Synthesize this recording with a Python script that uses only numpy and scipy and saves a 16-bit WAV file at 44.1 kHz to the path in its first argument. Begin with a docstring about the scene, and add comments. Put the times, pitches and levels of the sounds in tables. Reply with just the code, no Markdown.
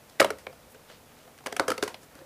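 """Over room tone and microphone hiss, a finger rustles on a cardboard box and, near 0.2 s, presses in its
perforated door with a cluster of loud snaps. Each breaking tab is a few milliseconds of fibre clicks
that excite the resonances of the flap and the hollow box. Faint ticks and rubbing follow; from about
1.5 s the door tears open tab by tab, and after 2 s only light ticks and rustle remain.
One microphone hears it all in a quiet room."""
import sys
import numpy as np
from scipy import signal
from scipy.fft import rfft, irfft, next_fast_len
from scipy.io import wavfile
from scipy.ndimage import uniform_filter1d

SR = 44100
rng = np.random.default_rng(int(sys.argv[2]) if len(sys.argv) > 2 else 0)


def pcm_store(signal):
    """Save signal as 16-bit PCM."""
    levels = np.round(np.clip(np.atleast_2d(signal), -1, 1) * 32767)
    wavfile.write(sys.argv[1], SR, levels.astype(np.int16).T)


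N = 99225
FIBRE_CLICKS_PER_S, RUB_GRAINS_PER_S = 3700, 3000
BOOM_T60_S, CRACK_T60_S, HISS_T60_S, RIP_T60_S, ROOM_T60_S = 0.039, 0.012, 0.011, 0.19, 0.28
CARD_LOW_HZ, WALL_CUT_HZ, RUMBLE_CUT_HZ, CUTOFF_HZ = 223.4, 2700, 48, 15150


def amp(db):
    """Amplitude grows tenfold every 20 dB."""
    return 10 ** (np.asarray(db) / 20)


def rms_one(x):
    """Normalisation to unit mean power."""
    return x / np.sqrt(np.mean(x ** 2) + 1e-20)


def peak_one(x):
    """Normalisation: the loudest 1.5 ms gets the power of a unit sine."""
    return x / np.sqrt(2 * uniform_filter1d(x ** 2, size=66).max() + 1e-20)


def band(x, low_hz, high_hz):
    """Band-pass filtering attenuates what lies beyond two edges."""
    edges = [low_hz, min(high_hz, .45 * SR)]
    return signal.sosfilt(signal.butter(2, edges, "band", fs=SR, output="sos"), x)


def colour(x, points):
    """Spectral shaping by (Hz, dB) points joined over log frequency."""
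    size = next_fast_len(len(x))
    hz, db = np.transpose(points)
    bin_hz = np.arange(size // 2 + 1) * SR / size
    gain = amp(np.interp(np.log(bin_hz + 1), np.log(hz), db))
    return irfft(rfft(x, size) * gain, size)[:len(x)]


def ring(x, hz, t60):
    """A damped resonator answers each impulse with a decaying sine."""
    r, w = amp(-60 / (max(t60, .002) * SR)), 2 * np.pi * hz / SR
    return signal.lfilter([0, np.sin(w)], [1, -2 * r * np.cos(w), r * r], x + 1e-18)


def grains(per_s, size):
    """Shot noise: independent clicks of uneven size and sign."""
    clicks = (rng.random(size) < per_s / SR) * rng.standard_normal(size)
    return clicks * amp(1.8 * rng.exponential(1, size).clip(0, 4))


def room_tone():
    """The noise floor: broadband noise and hiss, with house hums that waver as narrowband noise does."""
    # Each row: centre in Hz, bandwidth in Hz, level in dB.
    hums = [(78.5, 56, -64.5), (146.5, 13, -68), (236.7, 8.7, -71)]
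    # Each row: frequency in Hz, relative spectral density in dB.
    floor_spectrum = [(15, -37), (25, 14.5), (43, -31), (79, -7), (178, -2.5), (227, -1.5), (368, -5),
                      (469, 0), (1050, -7), (1380, -9), (4260, -16.5), (14300, -19), (15500, -17.5)]
    hum = sum(amp(db) * rms_one(band(rng.standard_normal(N), hz - width / 2, hz + width / 2))
              for hz, width, db in hums)
    return hum + amp(-54.5) * rms_one(colour(rng.standard_normal(N), floor_spectrum))


def reverberation(x):
    """Diffuse reflections build up and decay exponentially, duller than the direct sound."""
    t = np.arange(SR // 2) / SR
    tail = rng.standard_normal(len(t)) * amp(-60 * t / ROOM_T60_S) * np.clip(t / 0.0033, 0, 1)
    tail = signal.sosfilt(signal.butter(1, WALL_CUT_HZ, fs=SR, output="sos"), tail)
    return amp(-20.5) * signal.fftconvolve(x, tail / np.sqrt(np.sum(tail ** 2)))[:N]


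def finger_rubs():
    """Sliding friction of skin on card makes dense tiny clicks that swell and fade."""
    # Each row: start and length in seconds, level in dB, centre in Hz, width in octaves.
    strokes = [(0.05, 0.13, -65, 3000, 1.6), (0.605, 0.056, -66, 2980, 1.3),
               (0.692, 0.054, -58.5, 11100, 1.2), (0.853, 0.14, -56.5, 1990, 2.55),
               (0.893, 0.072, -70, 4830, 0.22), (1.06, 0.1, -62, 913, 2.8), (1.13, 0.14, -61, 1200, 3.8),
               (1.17, 0.068, -79, 4520, 0.14), (2.011, 0.043, -58.5, 7100, 1.14),
               (2.095, 0.15, -58.5, 882, 1.9)]
    t = np.arange(N) / SR
    out = np.zeros(N)
    for start, length, db, hz, octaves in strokes:
        swell = np.sin(np.pi * np.clip((t - start) / length, 0, 1))
        span = 2 ** (octaves / 2)
        out += amp(db) * swell * rms_one(band(grains(RUB_GRAINS_PER_S, N), hz / span, hz * span))
    return out


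def table_thump(push):
    """Structure-borne sound: a break excites the low modes of the table under the box."""
    # Each row: frequency in Hz, 60 dB decay time in seconds.
    modes = [(100, 0.19), (140, 0.15), (200, 0.32)]
    return sum(peak_one(ring(push, hz, t60)) for hz, t60 in modes)


def box_resonances(push, share_db):
    """Normal modes of the hollow box, low to high; bending the card detunes each at random."""
    # Each row: frequency in Hz, relative level in dB, 60 dB decay time in seconds.
    modes = [(267, -10.5, 0.3), (345, -13.5, 0.27), (455, 1, 0.083), (522, 1, 0.09), (621.4, -3.5, 0.12),
             (882, -17.5, 0.088), (1378, -2.5, 0.046), (1753, -27, 0.024), (2036, -2, 0.01),
             (2970, -13, 0.018)]
    return [amp(db + scatter_db + share_db - 8) * peak_one(ring(push, hz * (1 + 0.049 * flex), t60))
            for (hz, db, t60), (scatter_db, flex) in zip(modes, rng.standard_normal((len(modes), 2)))]


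def fibre_noise(envelope, rip):
    """Fracture noise: its energy decays exponentially after a break while fibres rip on."""
    size = len(envelope)
    dying = signal.lfilter([1], [1, -amp(-120 / (HISS_T60_S * SR))], envelope ** 2) ** .5
    noise = rng.standard_normal(size) + .5 * grains(FIBRE_CLICKS_PER_S, size)
    return (dying / dying.max() + rip) * noise


def breaking_tabs():
    """Impulsive excitation: each break rings flap, box and table, and sheds a noisy bite and hiss."""
    # Each row: time in seconds; relative levels of box, crack, boom, bite and hiss in dB; boom, crack
    # and bite pitches in Hz; length in seconds; after-rip level in dB; build-up in seconds.
    breaks = [(0.097, -9, -68, -59, -55, -50, 720, 1400, 1960, 0.0048, -18, 0.001),
              (0.198, -10, -5, -21.5, -15.5, -23, 330, 1920, 2000, 0.0028, -26, 0.00076),
              (0.201, -1, -13, -52, -11, -19.5, 770, 1880, 2800, 0.00066, -34, 0.002),
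              (0.202, -14, -5, -11, -14.5, -16.5, 600, 1960, 2020, 0.003, -21.5, 0.00085),
              (0.205, -4, -33, -19, -21, -19, 646, 1080, 2760, 0.0067, -23, 0.00078),
              (0.215, -4.5, 1, -13.5, -20.5, -22.5, 528, 1294, 2800, 0.0031, -16, 0.00081),
              (0.225, 3, -10.5, -40, -35, -30, 503, 1210, 1970, 0.0067, -17, 0.0012),
              (0.245, -11.5, -5, -18.5, -18.5, -21, 561, 880, 2670, 0.0042, -21.5, 0.00056),
              (0.304, -2.5, -11.5, -26, -31, -30, 441, 1330, 2060, 0.0049, -22, 0.0012),
              (0.332, -2, -56, -37.5, -69, -64, 517, 1270, 2000, 0.0013, -27, 0.0014),
              (0.385, -7, -43, -52, -45.5, -44.5, 533, 902, 2680, 0.0029, -5, 0.0013),
              (0.4673, -14, -18.5, -45, -43.5, -49, 520, 2280, 3140, 0.0023, -23, 0.00044),
              (0.469, -13, -23, -30, -45, -59, 531, 1080, 2310, 0.0022, -25, 0.00068),
              (0.528, -2, -37, -49, -58, -54.5, 675, 1360, 3780, 0.0043, -14, 0.0012),
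              (0.745, -12, -37, -50, -51, -55.5, 495, 1520, 1930, 0.008, -13, 0.001),
              (0.756, -6, -49, -49.5, -53, -65, 466, 902, 2290, 0.0011, -13, 0.0011),
              (0.899, 4, -36, -47.5, -45.5, -50.5, 550, 1200, 2370, 0.0017, -6.5, 0.00092),
              (1.252, -6, -60, -52.5, -60, -68, 500, 1080, 2020, 0.0055, -19, 0.0014),
              (1.277, 3, -35.5, -51, -56, -57, 696, 1250, 2080, 0.004, -16.5, 0.0014),
              (1.378, -3, -49, -66, -47, -48.5, 573, 1050, 2570, 0.0034, -15, 0.0012),
              (1.386, -3, -47, -67, -44.5, -49.5, 483, 902, 2100, 0.0041, -22, 0.0012),
              (1.406, 0, -39, -55, -52, -61, 744, 1340, 2000, 0.0047, -24, 0.0012),
              (1.439, -1, -37, -53.5, -57, -53.5, 527, 977, 2360, 0.0039, -10, 0.0012),
              (1.461, -10, -13.5, -37.5, -27.5, -31.5, 300, 1130, 2300, 0.0046, -15.5, 0.00097),
              (1.468, -7, -18.5, -33.5, -28.5, -29.5, 540, 990, 2250, 0.0043, -32, 0.0013),
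              (1.48, -3, -39, -36, -66, -65, 703, 1300, 1980, 0.0057, -22, 0.0012),
              (1.516, -1, -41, -45, -47, -60, 506, 1450, 2030, 0.0045, -25, 0.0012),
              (1.525, 10, -21.5, -30.5, -32, -33, 480, 1420, 1930, 0.0039, -23, 0.0028),
              (1.565, -2, -15.5, -36.5, -24, -26, 694, 1480, 2430, 0.0043, -22.5, 0.00057),
              (1.5967, -2.5, 0, -26.5, -27, -24, 374, 1260, 2330, 0.0013, -25, 0.0012),
              (1.6, 0, -17, -21, -56, -52, 542, 960, 2110, 0.0092, -11, 0.0014),
              (1.6806, 0, -11, -21.5, -26, -25.5, 485, 1310, 2400, 0.0059, -10.5, 0.0021),
              (1.692, 8, -41, -29, -37, -40, 524, 1390, 2000, 0.0052, -45, 0.00086),
              (1.702, -6.5, -7.5, -28, -27, -25, 306, 1290, 3020, 0.0053, -15, 0.0015),
              (1.717, 0, -10.5, -28.5, -28.5, -28.5, 482, 1330, 2510, 0.0044, -21, 0.00095),
              (1.779, 7, -20, -31.5, -44, -34, 510, 1540, 4400, 0.0042, -18, 0.002),
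              (1.826, -8, -8.5, -21, -30.5, -26, 462, 1540, 4300, 0.0041, -21.5, 0.0022),
              (1.834, -14, -16, -32.5, -30, -31.5, 442, 1190, 2200, 0.0067, -10, 0.00095),
              (1.877, 2, -20, -39, -32.5, -33, 692, 1010, 2050, 0.0051, -9.5, 0.0014),
              (1.943, -1, -29, -41.5, -35, -39.5, 603, 950, 3340, 0.0045, -18, 0.001),
              (2.03, -1, -40, -53, -58, -61, 471, 1460, 2400, 0.0064, 0, 0.0012),
              (2.152, 1.5, -34.5, -46.5, -48, -46.5, 300, 1450, 2700, 0.0036, -8, 0.0011),
              (2.189, -9, -37.5, -50, -54, -59, 533, 1410, 4430, 0.0041, -8, 0.0011),
              (2.212, -0.5, -45, -44.5, -65, -68.5, 343, 980, 2170, 0.0049, -16, 0.0015)]
    # Each row: frequency in Hz, gain of the fibre hiss in dB.
    hiss_spectrum = [(1000, 2), (4500, 6), (7000, -2.5), (10000, -5), (13000, -13), (15500, -18)]
    size, max_lead_s = SR // 5, .01
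    boom_lag_s = 0.000895   # the whole panel answers just after the crack
    boom_span, bite_span = 1.575, 2 ** 0.76   # ratios of band edge to centre
    t = np.arange(size) / SR - max_lead_s
    card, hiss, thump = np.zeros((3, N + size))
    for (time, box_db, crack_db, boom_db, bite_db, hiss_db,
         boom_hz, crack_hz, bite_hz, length, rip_db, lead) in breaks:
        length, lead = max(length, .0005), np.clip(lead, .0001, max_lead_s)
        envelope = np.interp(t, [-lead, 0, 0.099 * length, length], [0.0036, 0.36, 1, 0])
        rip = amp(rip_db - 60 * t / RIP_T60_S) * (t > 0)
        burst = envelope * (grains(FIBRE_CLICKS_PER_S, size) + 0.19 * rng.standard_normal(size))
        push = peak_one(burst) + 0.44 * rip * rms_one(grains(FIBRE_CLICKS_PER_S, size))
        box = box_resonances(push, box_db)
        fibres = fibre_noise(envelope, rip)

        rattle = amp(box_db - 3.5) * peak_one(band(fibres, 300, 1470))
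        panel = band(ring(push, boom_hz, BOOM_T60_S), boom_hz / boom_span, boom_hz * boom_span)
        boom = peak_one(peak_one(panel) + sum(box[:5]) + rattle)
        boom = np.interp(t - boom_lag_s, t, boom, left=0)
        crack = peak_one(peak_one(ring(push, crack_hz, CRACK_T60_S)) + sum(box[5:]))
        bite = peak_one(band(fibres, bite_hz / bite_span, bite_hz * bite_span))
        rasp = 0.54 * rip * rng.standard_normal(size)   # extra after-rip in the treble

        at = int((time - max_lead_s) * SR)
        slot = slice(at, at + size)
        card[slot] += amp(boom_db + 4.5) * boom + amp(crack_db - 10) * crack + amp(bite_db + 2.5) * bite
        hiss[slot] += amp(hiss_db + 6.5) * peak_one(band(fibres + rasp, 4500, .45 * SR))
        thump[slot] += amp(0.72 * boom_db - 34) * table_thump(push)   # varies less than the boom
    low_cut = signal.butter(3, CARD_LOW_HZ, "high", fs=SR, output="sos")
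    card = signal.sosfilt(low_cut, card + colour(hiss, hiss_spectrum))
    return (card + band(thump, 55, CARD_LOW_HZ))[:N]


def scene():
    """Superposition of direct sound, reverberation and room tone, alike in both channels."""
    card = breaking_tabs() + finger_rubs()
    return np.tile(card + reverberation(card) + room_tone(), (2, 1))


def record(dry):
    """Band limiting and saturation: rumble is cut, peaks are rounded, the top is cut steeply."""
    dry = signal.sosfilt(signal.butter(2, RUMBLE_CUT_HZ, "high", fs=SR, output="sos"), dry)
    rounded = .8 * np.tanh(dry / .8)
    return signal.sosfilt(signal.ellip(14, .5, 90, CUTOFF_HZ, fs=SR, output="sos"), rounded)


dry = scene()
out = record(dry)
pcm_store(out)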